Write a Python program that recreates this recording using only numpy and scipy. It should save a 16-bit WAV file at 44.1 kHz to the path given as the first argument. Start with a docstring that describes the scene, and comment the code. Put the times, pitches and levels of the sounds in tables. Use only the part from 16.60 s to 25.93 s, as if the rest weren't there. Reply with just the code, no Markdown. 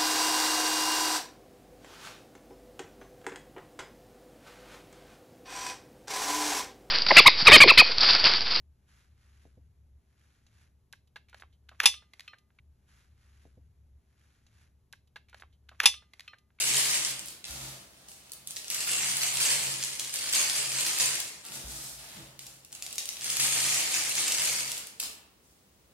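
"""A table in a bare, live room: a hand scoops cut matchsticks from a heap on a cloth and pours three
handfuls into a plastic bottle. Hundreds of tiny wooden contacts a second rattle on the plastic and
ring its walls; stray sticks tick and clumps drop in. Fingers rustle through the heap, the hand bumps
the table, the bottle drags with a low grating, and the room answers the sticks."""
import sys
import numpy as np
from scipy import signal
from scipy.fft import rfft, irfft, next_fast_len
from scipy.io import wavfile
from scipy.ndimage import uniform_filter1d, map_coordinates

SR = 44100
rng = np.random.default_rng(int(sys.argv[2]) if len(sys.argv) > 2 else 0)


def digitize_waveform(pressure):
    """Quantize a signal to 16-bit integers and store it at the path in sys.argv[1].

    Rows of a 2-D input are taken as channels; values are limited to [-1, 1].
    """
    field = np.atleast_2d(pressure).T
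    bounded = np.clip(field, -1, 1)
    quanta = np.round(bounded * 32767).astype(np.int16)
    wavfile.write(sys.argv[1], SR, quanta)


N = 411446

# the fist is open and sticks stream out; the second handful stalls halfway: t/s, length/s, level/dB
POUR_CUES = [(-.25, 0.58, -27), (2.06, 1.015, -31.5), (3.6, 0.92, -32), (6.58, 1.42, -31)]
# the fingers shift and let an extra gush through: t/s, length/s, level/dB
GUSH_CUES = [(-.03, 0.027, -22.5), (.12, 0.051, -26), (.447, 0.033, -34.5), (2.105, 0.11, -35.5),
             (2.19, 0.026, -34.5), (2.25, 0.25, -32), (2.61, 0.025, -27), (2.745, 0.064, -33),
             (2.8, 0.025, -27.5), (2.85, 0.081, -27), (3.18, 0.17, -37.5), (3.385, 0.11, -40),
             (3.525, 0.22, -34), (3.724, 0.094, -25.5), (3.945, 0.04, -30), (4.14, 0.11, -32.5),
             (4.262, 0.024, -28), (4.397, 0.017, -24), (4.425, 0.018, -35), (6.615, 0.033, -38),
             (6.642, 0.033, -34), (6.692, 0.022, -30), (6.795, 0.061, -25.5), (6.92, 0.094, -29),
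             (7.87, 0.033, -28.5), (7.025, 0.054, -26.5), (7.12, 0.083, -27), (7.332, 0.012, -26),
             (7.568, 0.023, -28), (7.7, 0.21, -29.5)]
# a hand leans on the bottle or the table: t/s, length/s, level/dB
PRESS_CUES = [(.02, 0.12, -49), (.3, 0.38, -59), (.91, 0.17, -56.5), (2.38, 0.18, -55), (2.74, 0.42, -53.5),
              (3.76, 0.2, -66), (4.4, 0.13, -57.5), (4.87, .12, -53), (5.02, 0.13, -53), (5.55, 0.059, -52)]
# stray sticks strike the plastic or each other: t/s, level/dB, centre f/Hz
TICK_CUES = [(0.1686, -28, 6700), (.3301, -34, 6250), (0.4486, -25, 5700), (0.5088, -34, 7700),
             (.5933, -32.5, 8200), (0.659, -37.5, 10100), (0.6843, -36.5, 7700), (0.8423, -38, 4000),
             (0.852, -40, 5600), (0.8582, -43, 4600), (0.9083, -37, 7000), (1.4852, -43, 8500),
             (1.517, -46, 7800), (1.696, -52, 4970), (1.7193, -32.5, 12100), (1.7331, -47, 10000),
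             (1.735, -40, 9900), (1.8732, -31.5, 9900), (1.9075, -33, 9100), (1.9622, -36, 6500),
             (1.9669, -35, 5450), (2.0445, -38, 7850), (2.0813, -37, 5800), (2.1018, -25.5, 7830),
             (2.146, -27, 9000), (2.206, -30, 7600), (2.3166, -29, 7200), (2.569, -24.5, 10160),
             (2.6359, -32, 6860), (2.7714, -27, 7800), (3.0689, -33, 5950), (3.14, -34, 5560),
             (3.2276, -30, 6050), (3.2376, -28, 6800), (3.2477, -32, 7500), (3.3328, -37, 5900),
             (3.3956, -28, 6840), (3.4473, -33.5, 5950), (3.495, -37, 6400), (3.5401, -28.5, 6940),
             (3.558, -28, 6150), (3.6272, -36, 6400), (3.69, -31.5, 5070), (3.735, -23, 6350),
             (3.8982, -26, 5160), (3.9549, -31, 7300), (4.1182, -30, 6850), (4.1986, -30, 6670),
             (4.209, -26, 7800), (4.2675, -34, 7500), (4.278, -38, 8000), (4.3863, -25, 7100),
             (4.4, -26, 7300), (4.407, -24, 5930), (4.428, -28, 6300), (4.458, -24, 8600),
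             (4.5433, -32.5, 7700), (4.554, -30, 7500), (4.6018, -26.5, 9330), (4.653, -40, 6650),
             (4.6775, -42, 5600), (4.8513, -39, 9200), (4.864, -40.5, 8250), (4.8857, -48, 5000),
             (4.9546, -36, 7700), (5.7922, -38.5, 6500), (5.867, -42, 7100), (6.0484, -45, 7900),
             (6.12, -47, 9000), (6.1274, -37, 8400), (6.1505, -38, 7600), (6.2238, -33, 7100),
             (6.2646, -34, 6460), (6.3278, -35.5, 8000), (6.3567, -37, 8540), (6.3818, -28, 6600),
             (6.4558, -33, 8600), (6.4899, -29, 6000), (6.5689, -37.5, 4500), (6.6104, -37, 5900),
             (6.644, -31, 6500), (6.6666, -34, 5840), (6.7015, -25, 7600), (6.769, -25, 6760),
             (6.7986, -25, 6940), (7.144, -27, 7500), (7.342, -26, 7000), (7.437, -31, 6400),
             (7.494, -27, 7600), (7.553, -27, 6900), (7.6797, -24, 8400), (7.682, -32, 7600),
             (7.7213, -23, 7500), (8.1177, -29, 7600), (8.179, -33, 9800), (8.2456, -52, 7300),
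             (8.2706, -38, 9470), (8.399, -31, 7660), (8.4013, -27.5, 7550), (8.4353, -36, 8900)]
# clumps of sticks land together: t/s, level/dB, spread/s
CLUMP_CUES = [(.449, -41, .012), (.853, -49, .012), (1.9665, -38, 0.01), (2.101, -38, 0.0096),
              (3.3975, -34, .008), (3.5395, -42, 0.0095), (3.734, -37, .016), (4.399, -36, .025),
              (5.791, -50, .009), (6.224, -46, 0.014), (6.3835, -33.5, .008), (6.798, -28, 0.011),
              (8.401, -40, 0.011)]
# loose sticks shift in the fist or drop back on the heap: t/s, length/s, level/dB
SHIFT_CUES = [(.64, 0.062, -43.5), (1.9, 0.045, -53), (1.962, .13, -47.5), (6.125, .08, -52),
              (6.225, 0.13, -45.5), (6.385, 0.42, -44.5), (8.05, 0.12, -40.5), (8.397, 0.037, -34)]
# finger strokes through the heap: t/s, length/s, rustle level/dB, cloth level/dB
SCOOP_CUES = [(0.844, 0.22, -40, -52), (1.3, 0.5, -58.5, -65.5), (1.46, 0.023, -47, -87),
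              (1.848, 0.045, -46, -59.5), (4.822, 0.028, -43, -51.5), (4.892, 0.051, -37, -51),
              (5.048, 0.22, -38, -55), (5.359, 0.22, -47, -55.5), (5.79, 0.06, -46, -60),
              (6.09, 0.21, -57, -61), (8.81, 0.1, -64, -85)]
# the hand bumps the table: t/s, level/dB, f/Hz, t60/s
BUMP_CUES = [(0.894, -42, 64.4, 0.39), (1.02, -51, 62, .55), (5.04, -39, 59.7, 0.5), (5.3, -56, 57, 1.2),
             (5.62, -53, 57.7, 0.35)]
# the bottle shifts on the cloth: t/s, length/s, level/dB
SLIDE_CUES = [(.92, 0.28, -67), (4.88, 0.1, -67), (5.53, 0.067, -58), (5.7, 0.098, -76)]

# sticks on plastic: f/Hz, level/dB
RATTLE_EQ = [(100, -12.5), (250, -11), (450, -14), (620, -8), (1000, -5), (1500, -6), (2150, -3.5),
             (2900, -4), (3700, -3.5), (4600, 0.3), (5700, -3), (7200, -0.8), (9400, -1.9), (11000, -7.5),
             (14500, -12.5), (16000, -26)]
# contacts on the bottle's rim: f/Hz, level/dB
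RIM_EQ = [(300, -18.5), (1500, -5.5), (2600, 1), (4500, -4), (8500, 1.5), (11500, -7), (15500, -5)]
# room tone and hiss: f/Hz, level/dB
ROOM_TONE_EQ = [(15, -34), (25, -47), (53, 1.5), (102, -3.5), (120, -8.5), (190, -4), (217, -7),
                (373, -9.5), (405, -9), (1290, -17.5), (8830, -21.5), (14400, -26), (16000, -16.5)]
# one sharp contact: f/Hz, level/dB
TAP_EQ = [(200, -1), (600, 10.5), (1400, -0.5), (2500, 3), (5000, -0.5), (10000, -1.5), (15500, -10.5)]
# sticks against sticks: f/Hz, level/dB
LOOSE_EQ = [(200, -9.5), (700, -6), (1800, -7.5), (2600, -1.5), (4200, 0), (6000, -2), (9000, -0.5),
            (12000, -5), (15500, -14)]
# sticks on cloth: f/Hz, level/dB
HEAP_EQ = [(100, -9), (250, -5), (430, -7.5), (620, -1), (1000, -4), (1700, -5.5), (4500, -2), (9000, -2),
           (13000, -8.5), (16000, -19)]
# the bottle's base on the cloth: f/Hz, level/dB
GRATING_EQ = [(40, -20), (110, 6), (170, 7), (290, -3), (420, -21), (1000, -40), (4000, -90)]
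# tone of the direct path: f/Hz, level/dB
DIRECT_EQ = [(400, -11), (1500, -3), (4200, 0.5), (8000, -1), (14000, 2)]
# resonances of the bottle's thin walls and the air inside: f/Hz, width/Hz, level/dB
BOTTLE_MODES = [(326.6, 18, 4.5), (421, 25, 1.5), (500, 37, 4), (591, 17, 6.5), (642, 26, 2),
                (768, 52, 2.5), (842, 29, -2), (902, 26, -1), (1033, 50, 0), (1235, 43, 4.5),
                (1380, 61, -10), (1713, 12, -1), (2146, 48, 7.5)]
# low resonances of bottle, table and room: f/Hz, width/Hz, level/dB
LOW_MODES = [(59, 20, -7), (133.9, 3.7, 12), (189.7, 5.6, 1), (237, 5.8, -6), (323, 5.4, 1)]
# the room's reverb time: f/Hz, t60/s
ROOM_DECAY = [(200, 1), (1000, 0.82), (4000, 0.51), (8000, 0.38), (14000, 0.41)]
# left-right likeness of diffuse sound: f/Hz, correlation
COHERENCE = [(150, 0.79), (350, 0.77), (700, 0.14), (1500, 0)]

OVERTONE = 2.76  # a free stick's second bending mode over its first
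STICK_T60_S = 0.013  # ring of a stick that lies against others
SNAP_ATTACK_S, SNAP_RELEASE_DB_PER_S = 0.0011, 291  # fast envelope of gushes and shifts


def amp(db):
    return 10 ** (np.asarray(db) / 20)


def unit(x):
    return x / np.sqrt(np.mean(x ** 2) + 1e-20)


def curve(points, hz):
    """Read (f/Hz, value) points along a log frequency axis."""
    f, value = np.transpose(points)
    return np.interp(np.log(hz + 1), np.log(f + 1), value)


def filtered(x, response):
    """Apply a complex frequency response."""
    n = x.shape[-1]
    padded = next_fast_len(n + 8192, True)
    return irfft(rfft(x, padded) * response(np.fft.rfftfreq(padded, 1 / SR)), padded)[..., :n]


def eq(x, tone):
    """Colour x with an EQ curve."""
    return filtered(x, lambda hz: amp(curve(tone, hz)))


def crossover(x, tone, edge_hz):
    """EQ a stream and split it into a bright and a dull band, each of rms 1."""
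    low = lambda hz: 1 / (1 + (hz / edge_hz) ** 6)
    bright, dull = filtered(x, lambda hz: amp(curve(tone, hz)) * np.array([1 - low(hz), low(hz)]))
    return unit(bright), unit(dull)


def resonances(modes, f):
    """Complex response of a bank of resonators."""
    return sum(amp(db) * width * f / (width * f - 1j * (hz * hz - f * f)) for hz, width, db in modes)


def diffuse(a, b, hz):
    """Spread two unrelated spectra in stereo: narrow in the bass, wide above."""
    angle = np.arccos(np.clip(curve(COHERENCE, hz), -1, 1)) / 2
    mid, side = np.cos(angle) * a, np.sin(angle) * b
    return np.array([mid + side, mid - side])


def placed(times, grains):
    """Mix the rows of grains, each starting at its time."""
    at = (np.abs(times) * SR).astype(int)[:, None] + np.arange(grains.shape[1])
    return np.bincount(at.ravel(), grains.ravel(), N)[:N]


def swells(cues, attack_s, release_db_per_s):
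    """Envelope of (t/s, length/s, level/dB) cues: each rises, holds and dies away; powers add."""
    t = np.arange(0, N + 64, 64) / SR
    start, length, db = np.transpose(cues)[:, :, None]
    attack = np.clip((t - start) / attack_s, 0, 1)
    release = amp(db - release_db_per_s * np.maximum(t - start - length, 0))
    return np.interp(np.arange(N) / SR, t, np.linalg.norm(attack * release, axis=0))


def cracks(centre_hz, t60, octaves, size=256):
    """Dry wooden contacts of equal energy: brief noise bursts, each a broad band around its centre."""
    decay = np.roll(np.exp(-np.log(1000) * np.arange(size) / SR / t60), size // 16)
    spectrum = rfft(rng.standard_normal((len(centre_hz), size)) * decay)
    flattened = spectrum / np.abs(spectrum) ** 0.8
    distance = np.log2((np.fft.rfftfreq(size, 1 / SR) + 1) / centre_hz[:, None])
    burst = irfft(flattened * np.exp(-0.5 * (distance / octaves) ** 2))
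    return burst / np.linalg.norm(burst, axis=1, keepdims=True)


def stick_rings(hz, overtone_db, size=1024):
    """Struck sticks of equal energy: each rings briefly at its pitch and its overtone."""
    t = np.arange(size) / SR
    phase = 2 * np.pi * hz[:, None] * t
    fade = np.exp(-np.log(1000) * t / STICK_T60_S)
    ring = np.sin(phase) * fade + amp(overtone_db) * np.sin(OVERTONE * phase) * fade ** 1.08
    return ring / np.linalg.norm(ring, axis=1, keepdims=True)


def jostle(per_s, scatter_db, flurry_db, t60):
    """A levelled bed of random contacts, some harder than the rest, with brief louder flurries."""
    flurries = rng.standard_normal(900)
    when, force = rng.standard_normal((int(per_s * N / SR), 2)).T
    position = (when * SR) % 1  # wraps to an even spread over the scene
    flurry = map_coordinates(flurries, [position * (len(flurries) - 1)])
    db = scatter_db * np.minimum(force, 2) + flurry_db * flurry
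    clicks = cracks(np.full(len(db), SR / 10), t60, octaves=40)
    bed = placed(position * N / SR, amp(db)[:, None] * clicks)
    return bed / np.sqrt(np.abs(uniform_filter1d(bed ** 2, size=3000)) + 1e-9)


def flow():
    """The stream builds as the fingers open and thins as they empty, with gushes on top."""
    steady = swells(POUR_CUES, attack_s=0.28, release_db_per_s=82)
    return np.hypot(steady, swells(GUSH_CUES, SNAP_ATTACK_S, SNAP_RELEASE_DB_PER_S))


def strokes():
    """Two envelopes: the fingers stirring the heap, and rubbing the cloth."""
    start, length, *levels = np.transpose(SCOOP_CUES)
    return [swells(np.transpose([start, length, db]), attack_s=0.028, release_db_per_s=87)
            for db in levels]


def pouring(bunch_db=1.17, bunches_per_s=38):
    """Sticks stream from the fist in small bunches, rattle in the bottle and make it ring."""
    contacts = jostle(per_s=700, scatter_db=3, flurry_db=2, t60=0.0015)
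    bright, dull = crossover(contacts, RATTLE_EQ, edge_hz=2240)
    ring = unit(filtered(contacts, lambda f: resonances(BOTTLE_MODES, f)))
    flutter = map_coordinates(rng.uniform(-1.27, 1, size=1024), [np.arange(N) * bunches_per_s / SR])
    bunches = unit(amp(bunch_db * np.sqrt(3) * flutter))
    return flow() * bunches * (amp(-5) * bright + amp(-3) * clatter() + amp(-20) * dull + amp(-23) * ring)


def clatter(per_s=230, centre_hz=3000, octaves=0.419, scatter_db=1, bounce_s=0.016, loss_db=3, hits=3):
    """Single sticks stand out of the stream: each bounces, softer each time, at the same pitch."""
    when, force, pitch, *flights = rng.standard_normal((int(per_s * N / SR), 3 + hits)).T
    rings = stick_rings(np.clip(centre_hz * 2 ** (octaves * pitch), 1500, 5600), overtone_db=4.5)
    start = when * SR  # wraps below to an even spread over the scene
    out = np.zeros(N)
    for bounce, flight in enumerate(flights):
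        gain = amp(scatter_db * np.minimum(force, 1.5) - loss_db * bounce)
        out += placed(start % (N / SR), gain[:, None] * rings)
        start = start + bounce_s * np.exp(flight / 2)
    return unit(eq(out, RATTLE_EQ))


def rim_glances(per_s=260, scatter_db=0.5, centre_hz=6300, octaves=0.59, full_flow_db=-28.5):
    """Sticks glance off the rim, close and dry; a thin stream breaks up into single ringing ticks."""
    when, force, pitch, luck = rng.random((int(per_s * N / SR), 4)).T
    strength = flow()[(when * N).astype(int)]
    chance = np.clip((strength / amp(full_flow_db)) ** 0.55, 0.02, 1)
    accent = unit(amp(scatter_db * np.abs(np.log(force + 0.02))))
    gain = (luck < chance) * strength * np.sqrt(SR / per_s / chance) * accent
    hz = centre_hz * 2 ** (octaves * (2 * pitch - 1))
    snap = amp(-2.5) * cracks(hz, t60=0.0038, octaves=0.64, size=512)
    ring = amp(2.5) * stick_rings(hz / OVERTONE, overtone_db=4, size=512)
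    return amp(-10) * eq(placed(when * N / SR, gain[:, None] * (snap + ring)), RIM_EQ)


def hollow_hum(growth_db_per_db=0.51, low_cut_hz=47):
    """Moving sticks and pressing hands keep the low resonances of bottle, table and room humming."""
    stirred = amp(-42.5) * np.hypot(flow(), strokes()[0]) ** growth_db_per_db
    pressed = swells(PRESS_CUES, attack_s=0.026, release_db_per_s=75)
    low_cut = lambda f: f ** 8 / (f ** 8 + low_cut_hz ** 8)
    mid, side = filtered(rng.standard_normal((2, N)), lambda f: resonances(LOW_MODES, f) * low_cut(f))
    return np.hypot(stirred, pressed) * unit(mid + amp(-16) * np.array([side, -side]))


def room_tone(level_db=-62):
    """A faint, steady bed of room noise and hiss."""
    padded = next_fast_len(N, True)
    hz = np.fft.rfftfreq(padded, 1 / SR)
    a, b = rfft(rng.standard_normal((2, padded)))
    spectrum = diffuse(a, b, hz) * amp(curve(ROOM_TONE_EQ, hz))
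    return amp(level_db) * unit(irfft(spectrum, padded)[:, :N])


def stray_ticks():
    """A stray stick snaps down with one end, an instant later with the other, and rings briefly."""
    start, db, hz = np.transpose(TICK_CUES)
    gain = (amp(db) * np.sqrt(0.003 * SR))[:, None]  # the energy of 3 ms at that level
    first_end = placed(start, gain * cracks(hz, t60=0.0012, octaves=0.87))
    gap_s = rng.uniform(0.0006, 0.002, len(start))
    second_end = placed(start + gap_s, gain * cracks(hz, t60=0.004, octaves=0.85))
    ring = placed(start, gain * stick_rings(hz / OVERTONE, overtone_db=8.5))
    return eq(amp(-1.5) * first_end + amp(-5) * second_end + amp(-8) * ring, TAP_EQ)


def falling_clumps(sticks=10, fall_db=9, scatter_db=0.89, centre_hz=5800):
    """A clump lands as a quick run of contacts, the first sticks hardest."""
    start, db, spread = np.transpose(CLUMP_CUES)[:, :, None]
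    lateness = (np.arange(sticks) + rng.uniform(-0.4, 0.4, (len(start), sticks))) / sticks
    shares = amp(scatter_db * rng.standard_normal(lateness.shape) - fall_db * lateness)
    shares /= np.linalg.norm(shares, axis=1, keepdims=True)
    gain = amp(db) * np.sqrt(0.012 * SR) * shares  # the energy of 12 ms, shared out
    contacts = cracks(np.full(lateness.size, centre_hz), t60=0.0027, octaves=1)
    return eq(placed((start + spread * lateness).ravel(), gain.reshape(-1, 1) * contacts), TAP_EQ)


def shifting_sticks():
    """Loose sticks slip over one another: a sparse, dry crackle with none of the bottle's ring."""
    contacts = jostle(per_s=360, scatter_db=3, flurry_db=3, t60=0.0021)
    envelope = swells(SHIFT_CUES, SNAP_ATTACK_S, SNAP_RELEASE_DB_PER_S)
    return amp(-1.5) * envelope * unit(eq(contacts, LOOSE_EQ))


def scooping():
    """Fingers push through the heap: finer, softer contacts over the rub of the cloth."""
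    rustle, cloth = strokes()
    contacts = jostle(per_s=1000, scatter_db=2.5, flurry_db=0.5, t60=0.0022)
    bright, dull = crossover(contacts, HEAP_EQ, edge_hz=4350)
    return amp(-4.5) * rustle * bright + amp(4) * cloth * dull


def table_bumps(attack_s=0.003):
    """The table booms softly under the hand: one low, dying tone a bump."""
    out = np.zeros(N)
    for start, db, hz, t60 in BUMP_CUES:
        age = np.maximum(np.arange(N) / SR - start, 0)
        envelope = amp(db - 60 * age / t60) * (1 - np.exp(-age / attack_s))
        out += envelope * np.sin(2 * np.pi * hz * age)
    return out


def bottle_slides():
    """The bottle's base drags over the cloth and the table under it with a low grating."""
    grating = unit(eq(rng.standard_normal(N), GRATING_EQ))
    return swells(SLIDE_CUES, attack_s=0.035, release_db_per_s=113) * grating


def direct_path(x, lag_samples=2.9, scatter_samples=2.2, block=400):
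    """Contacts come from scattered spots, mostly on the right: the left side lags by a jumping delay."""
    block_lags = np.round(lag_samples + scatter_samples * rng.standard_normal(N // block + 1))
    lags = np.repeat(block_lags, block)[:N].astype(int)
    left = x[np.clip(np.arange(N) - lags, 0, N - 1)]
    return np.array([left, x])


def room_reverb(x, sections=24, attack_s=0.0017):
    """The walls' answer dies faster in the treble; a fresh tail per section shifts it as things move."""
    hz = np.fft.rfftfreq(256, 1 / SR)[:, None]
    t = np.arange(0, 0.6, 128 / SR)
    t60 = curve(ROOM_DECAY, hz)
    fade = np.exp(-np.log(1000) * t / t60) / np.sqrt(t60) * (1 - np.exp(-t / attack_s))
    out = np.zeros((2, N + SR))
    for at in np.array_split(np.arange(N), sections):
        a, b = rng.standard_normal((2, len(hz), 2 * len(t))).view(complex)
        tail = signal.istft(diffuse(a, b, hz) * fade)[1]
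        wet = signal.fftconvolve(x[at][None], tail / np.linalg.norm(tail[0]), axes=1)
        out[:, at[0]:at[0] + wet.shape[1]] += wet
    return out[:, :N]


def scene():
    """The mix: sharp hits sit up front, the streams are mostly reverb, the low layers stay dry."""
    streams = pouring() + scooping() + shifting_sticks()
    ticks, clumps = stray_ticks(), falling_clumps()
    near = direct_path(eq(amp(-4.5) * streams + amp(2) * ticks + clumps, DIRECT_EQ) + rim_glances())
    far = room_reverb(amp(-0.57) * streams + amp(0.7) * ticks + amp(2.5) * clumps)
    return near + far + hollow_hum() + table_bumps() + bottle_slides() + room_tone()


def record(dry):
    """Master EQ: roll off the rumble below 42 Hz and cut everything above 15.9 kHz."""
    rumble_cut = signal.butter(3, 42, "high", fs=SR, output="sos")
    return filtered(signal.sosfilt(rumble_cut, dry), lambda hz: hz < 15900)


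dry = scene()
out = record(dry)
digitize_waveform(out)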